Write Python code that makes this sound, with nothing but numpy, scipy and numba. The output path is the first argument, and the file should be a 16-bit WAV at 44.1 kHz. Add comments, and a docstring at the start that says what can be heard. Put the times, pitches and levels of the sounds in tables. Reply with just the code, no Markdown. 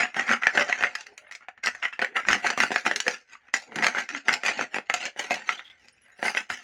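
"""A dense crackle swells and dies in strokes: a saw blade works back and forth through a thin plastic bottle wall.
Its teeth catch and slip; louder snaps come as the wall buckles or a tooth tears free. Both ring the same wall modes.
Late on, the cut edge gives a short run of squeaks: noise through one narrow, wavering mode.
Glass bangles chink faintly as decaying sines. Behind lie a short noise-tail reverb, a low hush and a faint rumble."""
import sys
import numpy as np
from scipy import signal
from scipy.fft import rfft, irfft
from scipy.io import wavfile
from scipy.ndimage import uniform_filter1d
from numba import njit

SR = 44100
rng = np.random.default_rng(int(sys.argv[2]) if len(sys.argv) > 2 else 0)


def file_out(sig):
    """Save sig as 16-bit WAV at sys.argv[1]."""
    # one column per channel
    cols = np.atleast_2d(sig).T
    # limit, then scale
    lim = np.clip(cols, -1, 1)
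    pcm = np.round(lim * 32767).astype(np.int16)
    wavfile.write(sys.argv[1], SR, pcm)


N = 292383


def undb(db):
    """Amplitude ratio of a level in dB."""
    return 10 ** (np.asarray(db) / 20)


def rms(x):
    """Root mean square level."""
    return np.sqrt(np.mean(x ** 2))


def band(x, edges_hz):
    """Second-order Butterworth band-pass."""
    return signal.sosfilt(signal.butter(2, edges_hz, "band", fs=SR, output="sos"), x)


def walk(rate_hz):
    """Random levels held 1 / rate_hz s and smoothed twice; spread near 1."""
    hold = int(SR / rate_hz)
    steps = np.repeat(rng.standard_normal(N // hold + 1), hold)
    smooth = uniform_filter1d(uniform_filter1d(steps, hold), hold)
    return 1.414 * smooth[:N]


@njit
def ring(x, pole):
    """One decaying mode whose complex pole may change every sample."""
    y, z = np.empty(len(x)), 0j
    for i in range(len(x)):
        z = z * pole[i] + x[i] + 1e-18
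        y[i] = z.imag
    return y


def pole_of(hz, t60_s):
    """Pole of a mode with that pitch and 60 dB decay time."""
    return np.exp(2j * np.pi * hz / SR - np.log(1000) / (t60_s * SR))


# Modes of the plastic wall, in four groups from body to top. Each row: pitch in Hz, relative level in dB,
# nominal t60 in s (wall() scales it).
BODY_MODES = [(158, -24, 0.069), (242.4, -18.5, 0.043), (302.3, -15, 0.024), (421, -1.5, 0.068),
              (502, -1, 0.033), (602.3, 4, 0.089), (766, 16, 0.034), (876, 13, 0.026)]
WALL_MODES = [(1330, -16.5, 0.068), (1472, -3.5, 0.069), (1595, -6.5, 0.09), (1751, -4.5, 0.065),
              (1902, 3.5, 0.036), (2073.5, -0.5, 0.038), (2156, -8, 0.065), (2436, 1.5, 0.019),
              (2694, 6.5, 0.014), (3095, -6.5, 0.044), (3230, -26.5, 0.0092)]
TREBLE_MODES = [(3350, -3.5, 0.0033), (4080, -1.5, 0.0063), (4830, -6, 0.02), (5610, -3.5, 0.0056),
                (5926, -5, 0.017), (6666, -5.5, 0.018), (7150, -9, 0.013)]
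TOP_MODES = [(9000, 8, 0.0062), (8920, 1, 0.014), (9900, 5.5, 0.0078), (10900, -12.5, 0.0033),
             (12800, -18, .003), (15100, 2, .004)]
# Bands radiated by the wall, body, treble and top modes, in that order. Each row: low edge in Hz, high edge in Hz.
RADIATED_BANDS = [(946, 3180), (151, 940), (3300, 6980), (7240, 21000)]


def wall(modes, edges_hz, at, size, scatter_db, bend, t60_scale=1.1):
    """Blows ring a group of modes: each lands elsewhere, and the changing grip shifts mode levels and pitches."""
    place = rng.standard_normal((len(at), len(modes) + 1))
    polarity = np.sign(place[:, -1])
    out = 0
    for k, (hz, db, t60_s) in enumerate(modes):
        blows = size * polarity * undb(db + scatter_db * place[:, k])
        push = np.bincount(at, blows, N) * undb(1.37 * walk(8))
        pitch_hz = hz * (1 + bend * walk(30))
        out = out + ring(push, pole_of(pitch_hz, t60_s * t60_scale))
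    return band(out, edges_hz) / np.sum(undb(np.array(modes)[:, 1]))


RASP_TOP_DB = -15  # highest level of the rasp in dB, before its shares
SLIPS_PER_S = 2200
TEETH_PER_S, TOOTH_FADE_DB = 100, 4.5  # the tooth rate wanders around this
# Blade strokes and lighter rubs between them. Each row: time of full level in s, hold in s, level in dB before
# the RASP_TOP_DB cap, rise in dB per s, nominal fall in dB per s, then relative shares in dB of rumble, low body,
# body, upper wall, treble, top and hollow ring, last the hollow ring pitch in Hz.
BLADE_STROKES = [(0.003, 0.0037, -14, 3060.0, 310, -33, -24, -13, -8, -19, -34.5, -15, 732),
                 (0.169, 0.036, -24.5, 820.0, 328, -48, -16, -12.5, -12, -19.5, -34, -16, 785),
                 (0.303, 0.034, -20.5, 293, 380.0, -57, -26, -12, -15, -20, -35.5, -19, 240),
                 (0.423, 0.056, -23.5, 1960.0, 271.5, -48, -30.5, -17.5, -28, -21.5, -40.5, -23, 759),
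                 (0.565, 0.052, -22, 390.0, 260.0, -45, -19.5, -10.5, -18, -16, -33, -10, 580),
                 (0.694, 0, -22, 616, 130.0, -45, -28.5, -19, -12, -17, -37, -16, 752),
                 (0.84, 0.012, -27.5, 150.0, 201, -29.5, -27, -10, -6.5, -16.5, -37.5, -15, 558),
                 (0.954, 0.002, -41.5, 510.0, 512, -45, -37, -10, -1, -14, -35, -18, 740),
                 (0.999, 0.012, -42.5, 632, 450.0, -36, -36, -13.5, -2, -3.5, -39, -11, 861),
                 (1.063, 0.0, -47.5, 570.0, 220.0, -37, -32, -12, -7, -17, -31, -23, 415),
                 (1.1, 0.029, -61.5, 400, 400, -16, -20, 4, -14, -19, -30, 4, 430),
                 (1.179, 0, -47.5, 1734, 342, -35, -31, -17, 0, -23, -15, -20, 762),
                 (1.208, 0.03, -65.5, 500, 300, -26, -20, 5, -8, -21, -31, 3, 600),
                 (1.248, 0.047, -49, 968, 1040.0, -35, -28, -22, -12, -33, -41, -15, 614),
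                 (1.317, 0.041, -41.5, 2673, 710.0, -44, -36, -17, -5.5, -11, -28, -32, 849),
                 (1.429, 0, -42.5, 404, 612, -39, -28, -18, -18, -28, -41, -26, 845),
                 (1.487, 0, -39.5, 4004, 869, -35, -31, -13.5, -14, -26, -41, -13, 767),
                 (1.576, 0.0073, -50, 1911, 710.0, -30, -13, -13, -19, -26, -45, -25, 326),
                 (1.637, 0.038, -26.5, 3721, 400.0, -54, -28, -27, -14, -15, -32, -26, 626),
                 (1.75, 0.031, -44, 288, 163.5, -32, -27, -15, -17, -14, -35, -20, 748),
                 (1.83, 0.03, -23.5, 2732, 560.0, -59, -44, -28, -8.5, -22, -35, -20, 675),
                 (1.934, 0.011, -38, 1422, 630.0, -32, -26, -36, -3.5, -19, -37, -39, 830),
                 (2.032, 0, -23.5, 564, 375, -41, -20, -11, -9, -27, -37, -20, 777),
                 (2.11, 0.03, -56.5, 500, 392, -36, -12, -1, 1, -26, -32, 1, 415),
                 (2.159, 0.011, -16.5, 2030.0, 399, -64, -32, -16, -14.5, -26.5, -34.5, -18.5, 759),
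                 (2.298, 0.051, -21, 417, 389, -26.5, -12, -10.5, -12.5, -16, -30, -22, 785),
                 (2.464, 0.0, -19.5, 368, 250.0, -40, -24, -7, -5, -16.5, -28, -23, 817),
                 (2.583, 0.064, -28, 1240.0, 337, -38, -15.5, -12.5, -4, -12.5, -23, -17.5, 750),
                 (2.72, 0.053, -31.5, 630.0, 235, -44, -21, -14.5, -8, -10, -26.5, -16.5, 527),
                 (2.865, 0.0, -22.5, 1040.0, 214, -40, -8.5, -2.5, -4, -14, -27, -18, 727),
                 (2.96, 0, -29, 3996, 705, -52, -19.5, -9, -9, -11, -13, -8.5, 420),
                 (3.003, 0.018, -48, 1130.0, 420.0, -58, -33, -15, -3, -4, -17, -22, 450),
                 (3.074, 0.0018, -33, 1200.0, 433, -51, -20, 1.5, -16, -16, -20, 3, 484),
                 (3.11, 0.034, -35.5, 155, 345, -50, -25, -10, -4.5, -8, -24.5, -17.5, 488),
                 (3.334, 0, -39.5, 420.0, 520.5, -38, -25, -22, -8, -12, -33, -21, 924),
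                 (3.458, 0.038, -55, 223, 631, -27, -24.5, -18, -7, -23, -35, -14, 803),
                 (3.542, 0.0076, -29.5, 3194, 249, -46, -29, -5, -4, -6, -20.5, -26, 760),
                 (3.698, 0.03, -55, 504, 300, -25, -4, 4, -7, -24, -35, 4, 463),
                 (3.782, 0.024, -28.5, 300.0, 450.0, -36, -5, -5, -12, -19.5, -30, -9.5, 386),
                 (3.833, 0.052, -21.5, 660.0, 417, -44, -19, -8.5, -13, -16.5, -29, -22, 748),
                 (3.973, 0.029, -22.5, 370.0, 406, -52, -19, -11.5, -12, -17, -32.5, -17, 790),
                 (4.098, 0.076, -33, 1350.0, 436, -46, -26, -12.5, -7.5, -13, -44, -45, 700),
                 (4.125, 0.043, -46, 900, 700, -40, -15, 2, -9, -25, -45, 2.5, 279),
                 (4.289, 0.065, -29.5, 540, 332, -43, -17, -3, -8.5, -12.5, -35, -10, 860),
                 (4.464, 0.018, -26.5, 510.0, 227, -49, -20, -5.5, 1, -8.5, -44, -20.5, 840),
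                 (4.608, 0.0035, -26, 362, 457, -49, -11.5, -6.5, -6, -12, -32, -11, 624),
                 (4.756, 0.0098, -29.5, 670.0, 575.5, -41, -18, -7, -3.5, -14.5, -27, -17, 770),
                 (4.898, 0.014, -31, 2695, 670.0, -46, -20, -6.5, -11, -16.5, -33, -8.5, 740),
                 (4.94, 0.0016, -28.5, 3663, 350.0, -43, -30, -6, -7, -8.5, -31.5, -17, 734),
                 (5.062, 0, -31.5, 154, 509, -31, -28, -8, 0.5, -9, -44, -11, 548),
                 (5.2, 0, -26, 760.0, 226, -43, -24.5, -5, -3.5, -12, -21, -15, 920),
                 (5.314, 0.031, -30.5, 940.0, 198, -39, -16, -4, -3.5, -12.5, -27, -13.5, 763),
                 (5.494, 0.0, -27.5, 578, 256, -51, -26.5, -9.5, -4, -9, -29, -18.5, 765),
                 (5.611, 0, -41.5, 207, 690.0, -44, -23, -10, -7, -18, -49, -24, 857),
                 (5.7, 0.026, -52.5, 150.0, 156, -32, -25, -12, -11, -19, -36, -23, 328),
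                 (5.811, 0.082, -62.5, 201, 581, -11, -10, -6, -1.5, -6, -21, -18, 529),
                 (5.95, 0.11, -65, 183, 80.0, -14, -14, -12, -2.5, -12, -27, -17, 468),
                 (6.083, 0, -50, 646, 142, -21, -28, -14, -16, -26, -24, -24.5, 560),
                 (6.246, 0.029, -24.5, 529, 368, -36, -23, -4.5, -4, -11, -17, -17, 816),
                 (6.376, 0.00041, -24, 520.0, 410.0, -43, -16.5, -7, -1.5, -11.5, -23, -20, 880),
                 (6.502, 0.023, -33, 1910.0, 183, -22, -18, -11, -2, -9, -22, -18, 748)]


def pressure(share_db, linger):
    """Gain of all strokes, power-summed; a layer that lingers dies away more slowly."""
    t = np.arange(0, N, 32)[:, None] / SR
    s, hold_s, level_db, rise, fall = np.transpose(BLADE_STROKES)[:5]
    rise_db = rise * np.clip(s - t, 0, 1)
    fall_db = fall / linger * np.clip(t - s - hold_s, 0, 1)
    db = np.minimum(level_db, RASP_TOP_DB) + share_db - rise_db - fall_db
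    gain = np.sqrt(np.sum(undb(db) ** 2, axis=1))
    return np.interp(np.arange(N) / SR, t[:, 0], gain)


def rasp():
    """Uneven stick-slip, strongest as each tooth bites, rings the wall; the open bottle end adds a hollow ring."""
    s, *_, low_db, body_db, upper_db, treble_db, top_db, hollow_db, hollow_hz = np.transpose(BLADE_STROKES)
    chance = rng.random((int(SLIPS_PER_S * N / SR), 3))
    at = (chance[:, 0] * N).astype(int)
    tooth = np.cumsum(TEETH_PER_S * np.exp(.3 * walk(40)) / SR) % 1
    slip_db = np.minimum(-3.3 * np.log(1 - chance[:, 1]), 13)
    size = undb(slip_db + 2.11 * walk(150)[at] - TOOTH_FADE_DB * tooth[at])

    def struck(modes, edges_hz):
        return wall(modes, edges_hz, at, size, 4.6, .06)

    wall_hz, body_hz, treble_hz, top_hz = RADIATED_BANDS
    # each new stroke sets the hollow pitch, 25 ms before its full level
    stroke = np.clip(np.searchsorted(s - .025, np.arange(N) / SR) - 1, 0, None)
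    hollow_push = np.bincount(at, size * np.sign(chance[:, 2] - .5), N)
    hollow = ring(hollow_push, pole_of(hollow_hz[stroke], 0.09))
    layers = [  # sound, share dB, linger
        (struck(BODY_MODES[:3], body_hz), low_db - 3.5, 1.05),
        (struck(BODY_MODES[3:], body_hz), body_db - 5, 1.05),
        (struck(WALL_MODES[:7], wall_hz), -5.5, 1.01),
        (struck(WALL_MODES[7:], wall_hz), upper_db - 3.0, 1.01),
        (struck(TREBLE_MODES, treble_hz), treble_db - 0.5, 1.05),
        (struck(TOP_MODES, top_hz), top_db - 3, .9),
        (hollow, hollow_db, 1.05)]
    return sum(slips / rms(slips) * pressure(share_db, linger) for slips, share_db, linger in layers)


TEAR_S = .009
# The wall buckles or a tooth tears free. Each row: start in s, nominal peak in dB, panel ring pitch in Hz,
# then relative shares in dB of body, treble and panel ring.
WALL_SNAPS = [(0.0546, -20.5, 1780, -15, -27, 3), (0.1448, -23, 2140, -16, -23, -1),
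              (0.165, -14, 1800, -13, -27.5, -2), (0.195, -10.5, 1950, -22, -20, 3.5),
              (0.2797, -15, 2220, -27, -24, -6), (0.286, -23, 1740, -33, -23, 1.5),
              (0.2926, -13, 1630, -29, -20, -5), (0.3141, -10.5, 1530, -19.5, -15, 3.5),
              (0.3342, -8, 1456, -28, -26.5, -4.5), (0.4238, -25.5, 1470, -19, -35, 5),
              (0.4344, -14.5, 1960, -33, -24, -1), (0.4693, -3.5, 1760, -24, -22, 0),
              (0.5502, -22, 1770, -4, -17.5, -1), (0.5744, -8.5, 1470, -12.5, -18, -4),
              (0.5778, -8, 1680, -13, -27, 2), (0.5957, -13, 1640, -12.5, -14, 0),
              (0.6097, -8.5, 1610, -17, -20, -7), (0.6224, -12, 2100, -19, -13.5, -8),
              (0.69, -23, 1640, -8.5, -23, -1), (0.697, -19, 1670, -12, -16.5, -1),
              (0.7267, -6.5, 2000, -48, -29, 1), (0.809, -22.5, 2650, -9, -12, -1),
              (0.8255, -14.5, 2120, -15.5, -15, -3), (0.837, -9, 1530, -29, -20, -4),
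              (0.8442, -12.5, 2030, -22, -22, 2), (0.8691, -19, 1860, -32, -24, -8),
              (0.9525, -14, 1720, -32, -11, -4), (1.009, -29, 1820, -29, -6, -10),
              (1.0674, -30.5, 2040, -40, -9.5, 0.5), (1.178, -32, 2400, -44, -1.5, 2.5),
              (1.3119, -28, 1900, -30, -11, 0.5), (1.3229, -34.5, 2140, -27, -3, 1),
              (1.3509, -33, 2270, -30, 2, 7), (1.485, -25.5, 762, -26, -22, -4),
              (1.5775, -43.5, 1830, -17, -23, 6), (1.6386, -21.5, 1900, -45, -14, -3),
              (1.6606, -16, 1970, -18.5, -4, -0.5), (1.6712, -10, 2000, -14.5, -16, 0.5),
              (1.6864, -18.5, 1860, -13, -31, -2), (1.7493, -25.5, 1830, -30, -14, 2),
              (1.8267, -15.5, 2090, -48, -25, -12), (1.8392, -20, 1990, -37, -26, 2),
              (1.8539, -11, 1960, -24, -26, -4), (1.927, -30, 1740, -41, -32, -5),
              (1.9925, -16, 1790, -8.5, -16.5, 1), (2.017, -12.5, 1810, -15, -18.5, 0.5),
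              (2.0234, -12.5, 1480, -14, -17, 0.5), (2.0461, -14, 1850, -21, -18, 2.5),
              (2.1544, -24, 1930, -22, -37, -4), (2.1666, -4.5, 1720, -31, -27, -9),
              (2.2518, -26, 1580, -29, -33, 2), (2.2862, -5.5, 1920, -20, -12, -4),
              (2.3037, -10.5, 1470, -13.5, -21, -2), (2.3117, -14, 1860, -19.5, -8.5, -2),
              (2.3211, -10, 1750, -26, -15, -6.5), (2.3306, -7, 1790, -25, -13, 0.5),
              (2.4455, -20, 813, -3, -22, 2.5), (2.4507, -17.5, 1540, -8, -23, -4),
              (2.4651, -13, 1450, -14, -14, 1.5), (2.4705, -14, 1540, -20, -8, -8.5),
              (2.5023, -11, 1690, -11.5, -8.5, -4.5), (2.576, -12.5, 1210, -9.5, -12.5, -6.5),
              (2.603, -5, 1990, -18, -10, -5.5), (2.6348, -8, 1485, -10.5, -16.5, -7),
              (2.7057, -18.5, 1880, -5, -33, -3), (2.7171, -11.5, 1560, -9, -15.5, -4.5),
              (2.7422, -19, 1690, -17, -14, -5), (2.7605, -6, 1730, -21, -26, -1.5),
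              (2.8527, -20.5, 1840, -14, -17, -3), (2.8639, -6.5, 1470, -11, -20, -9),
              (2.9128, -15.5, 1830, -11.5, -16, 5), (2.9603, -15, 1670, -28, -1.5, -5.5),
              (3.0025, -16, 2930, -29, 0.5, 2.5), (3.066, -16, 1760, -14, -23, 3),
              (3.0806, -9, 2400, -14.5, -11, -3), (3.3528, -33, 1180, -27, -31, -3.5),
              (3.4858, -40.5, 1890, -13, -29, -4), (3.5394, -5.5, 1750, -16, -10, -9.5),
              (3.5646, -24.5, 1800, -24, -2, -8), (3.721, -31.5, 1920, -8, -31, -2),
              (3.7585, -17.5, 1940, -18.5, -7, -9), (3.7868, -15.5, 1810, -10, -14.5, -2),
              (3.8247, -12.5, 1940, -15, -18, -5), (3.8374, -14, 1860, -34, -9.5, -5),
              (3.8442, -8, 1920, -20, -12.5, -10), (3.8671, -4, 1860, -28, -13.5, -7),
              (3.9489, -17, 1480, -16, -29, 0), (3.9704, -18, 1570, -8.5, -34, 4),
              (3.9834, -8.5, 1960, -19, -32, -7), (4.002, -16.5, 2000, -25, -16, -2),
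              (4.0901, -22.5, 1880, -45, -9.5, -2), (4.1485, -17, 2020, -26, -23, -1.5),
              (4.2835, -4, 1660, -17.5, -15.5, -4), (4.2915, -7.5, 1490, -16, -24, -3),
              (4.3074, -14.5, 1910, -15, -20, -3), (4.3297, -10.5, 2090, -24, -9, -8),
              (4.339, -13.5, 2750, -27, -4.5, -1), (4.4351, -16.5, 2020, -15, -11.5, -7),
              (4.4504, -17, 1920, -19, -9, 1), (4.4622, -12.5, 2670, -23, -5.5, -4),
              (4.4732, -16.5, 1860, -22, -15, -3), (4.4823, -10.5, 2000, -27, -12, -4.5),
              (4.4887, -17, 1990, -18, -14, -2), (4.515, -20.5, 2610, -10, -12, -11),
              (4.592, -19, 1470, -9, -21, -4), (4.611, -13, 1470, -14, -23, 0),
              (4.744, -17.5, 1910, -9, -14, -7), (4.7647, -21.5, 1610, -7, -28, -7),
              (4.7846, -18.5, 2070, -10.5, -22, -3.5), (4.8992, -8.5, 2110, -17, -18.5, -2.5),
              (4.9402, -10.5, 732, -23, -4.5, -8), (5.012, -24, 2180, -33, -8, -1),
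              (5.0541, -20, 2760, -12.5, -2.5, -3), (5.0621, -24, 1710, -10, -14, -7),
              (5.0801, -23, 1620, -19, -20, -8), (5.162, -35, 1780, -3, -23, 1),
              (5.1941, -20.5, 1860, -11, -8, -2), (5.2679, -39, 1890, -25, -21, -10),
              (5.3079, -17, 2560, -2.5, -8, 4), (5.3421, -22.5, 2100, -9, -3, -4),
              (5.4918, -4.5, 1990, -39.5, -36, -10), (5.594, -25, 1990, -29, -31, -8),
              (5.6999, -42, 3290, -26, -14, -6), (5.8844, -44, 2370, -33, -2, 1),
              (6.1922, -35, 1820, -4, -19, 0.5), (6.2278, -17.5, 1870, -3.5, -20.5, -3),
              (6.2514, -21.5, 830, -13, -23, -3), (6.2622, -14, 2040, -17, -22, -4),
              (6.2811, -10, 2100, -30, -21.5, 0), (6.349, -20, 2130, -11, -17, 3),
              (6.3707, -9, 2000, -22.5, -32, -4), (6.5015, -14, 1460, -18.5, -20, -2.5)]


def snaps():
    """Each snap tears briefly: a first crack, quick weaker ones (more even in the treble), and a panel ring."""
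    s, peak_db, hz, body_db, treble_db, panel_db = np.transpose(WALL_SNAPS)
    chance = rng.random((len(s), 12))
    after_s = TEAR_S * chance ** 1.5 * (np.arange(12) > 0)
    at = np.clip(((s[:, None] + after_s) * SR).astype(int), 0, N - 1).ravel()
    groups = [  # modes, share dB, later cracks dB, their fade dB per s
        (WALL_MODES, .6, -10, -1500),
        (BODY_MODES, body_db + 4.0, -10, -1500),
        (TREBLE_MODES, treble_db + 6.0, -4, -1200),
        (TOP_MODES, treble_db - 13.5, -4, -1200)]
    out = 0
    for (modes, share_db, later_db, fade), edges_hz in zip(groups, RADIATED_BANDS):
        crack_db = (peak_db + share_db)[:, None] + fade * after_s + later_db * (after_s > 0)
        out = out + wall(modes, edges_hz, at, undb(crack_db).ravel(), 4.31, 0.0594, t60_scale=0.69)
    first = at[::12]
    latest = np.clip(np.searchsorted(first, np.arange(N), "right") - 1, 0, None)
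    panel_hz = hz[latest]
    panel_push = np.bincount(first, undb(peak_db + panel_db), N)
    panel = ring(panel_push, pole_of(panel_hz, 30 / panel_hz))  # t60 of 30 cycles
    return out + band(panel, (500, 5000))


# The cut edge squeaks along the blade. Each row: start in s, length in s, centre pitch in Hz, level in dB.
EDGE_SQUEAKS = [(5.519, 0.04, 3130, -42.5), (5.573, 0.036, 3430, -46.5), (5.639, 0.049, 3290, -51.5),
                (5.697, 0.024, 3320, -52)]


def squeaks():
    """Friction noise in one narrow, wavering mode."""
    out, t = 0, np.arange(N) / SR
    for s, length_s, hz, db in EDGE_SQUEAKS:
        pitch_hz = hz * (1 + .025 * walk(60))
        x = ring(rng.standard_normal(N), pole_of(pitch_hz, 0.017))
        fade = np.clip(np.minimum(t - s, s + length_s - t) / 0.0046, 0, 1)
        out = out + undb(db) * x / rms(x) * fade
    return out


# Bangles touch. Each row: start in s, pitch in Hz, level in dB, t60 in s.
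BANGLE_CHINKS = [(1.133, 5400, -66, .077), (1.138, 9100, -72, .06), (1.278, 10250, -64, .07),
                 (1.28, 3800, -63, .089), (1.312, 11000, -63, .07), (1.312, 9700, -66, .07),
                 (3.29, 6200, -68, .15), (5.925, 10250, -65, .1), (5.926, 9040, -59, .05),
                 (5.93, 5330, -64, .15), (6.018, 11000, -58, .07), (6.02, 5800, -68, .12),
                 (6.035, 10169, -57, .073), (6.118, 6790, -61, .08), (6.12, 3900, -66, .12),
                 (6.175, 10150, -62.5, .08)]


def bangles():
    """Thin glass rings: one decaying sine a touch, with a soft start."""
    out = np.zeros(N)
    for s, hz, db, t60_s in BANGLE_CHINKS:
        start = int(s * SR)
        t = np.arange(N - start) / SR
        decay = np.exp(-np.log(1000) * t / t60_s)
        out[start:] += undb(db) * np.sin(2 * np.pi * hz * t) * decay * np.clip(t / 0.0009, 0, 1)
    return out


ROOM_DB, ROOM_T60_S = -10, 0.14


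def room(x):
    """Diffuse reflections, as decaying noise, that build up over 6.1 ms and die quickly."""
    t = np.arange(SR // 2) / SR
    decay = np.exp(-np.log(1000) * t / ROOM_T60_S)
    tail = rng.standard_normal(len(t)) * decay * np.clip(t / 0.0061, 0, 1)
    return undb(ROOM_DB) * signal.fftconvolve(x, tail / np.sqrt(np.sum(tail ** 2)))[:N]


def rumble():
    """Low band noise that comes and goes, stronger while the hands work the blade."""
    x = band(rng.standard_normal(N), (48, 130))
    work = pressure(np.transpose(BLADE_STROKES)[5] - 2.5, 0.49)
    return (undb(-89.5) + work) * undb(2.5 * walk(7.3)) * x / rms(x)


HUSH_DB = -70
# Background noise spectrum. Each row: frequency in Hz, relative level in dB.
HUSH_SPECTRUM = [(24, -38), (40, 3), (124, -7), (354, -5), (467, 0.5), (1120, -7), (1850, 12.5),
                 (3740, -17), (5870, -26.5), (8130, -61), (16000, -34)]


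def hush():
    """Room background: shaped noise that swells a little."""
    hz, db = np.transpose(HUSH_SPECTRUM)
    log_hz = np.log(np.fft.rfftfreq(N, 1 / SR) + 1)
    shape = undb(np.interp(log_hz, np.log(hz), db))
    x = irfft(rfft(rng.standard_normal(N)) * shape, N)
    return undb(HUSH_DB + 0.83 * walk(47)) * x / rms(x)


def scene():
    """Bottle, blade and bangles in a small room."""
    near = rasp() + snaps() + squeaks() + bangles()
    # a small thin wall radiates little bass
    near = signal.sosfilt(signal.butter(2, 160, "high", fs=SR, output="sos"), near)
    mid = near + room(near) + hush() + rumble()
    return np.array([mid, mid])


TOP_HZ = 16400


def record(mix):
    """Nearly mono: peaks are rounded and the top is cut."""
    treble = signal.sosfilt(signal.butter(8, 4500, "high", fs=SR, output="sos"), mix[0])
    side = undb(-38 + 9.5 * walk(25)) * np.roll(treble, 40)
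    rounded = np.tanh(1.108 * (mix + np.array([side, -side]))) / 1.095
    return signal.sosfilt(signal.ellip(10, .2, 80, TOP_HZ, fs=SR, output="sos"), rounded)


dry = scene()
out = record(dry)
file_out(out)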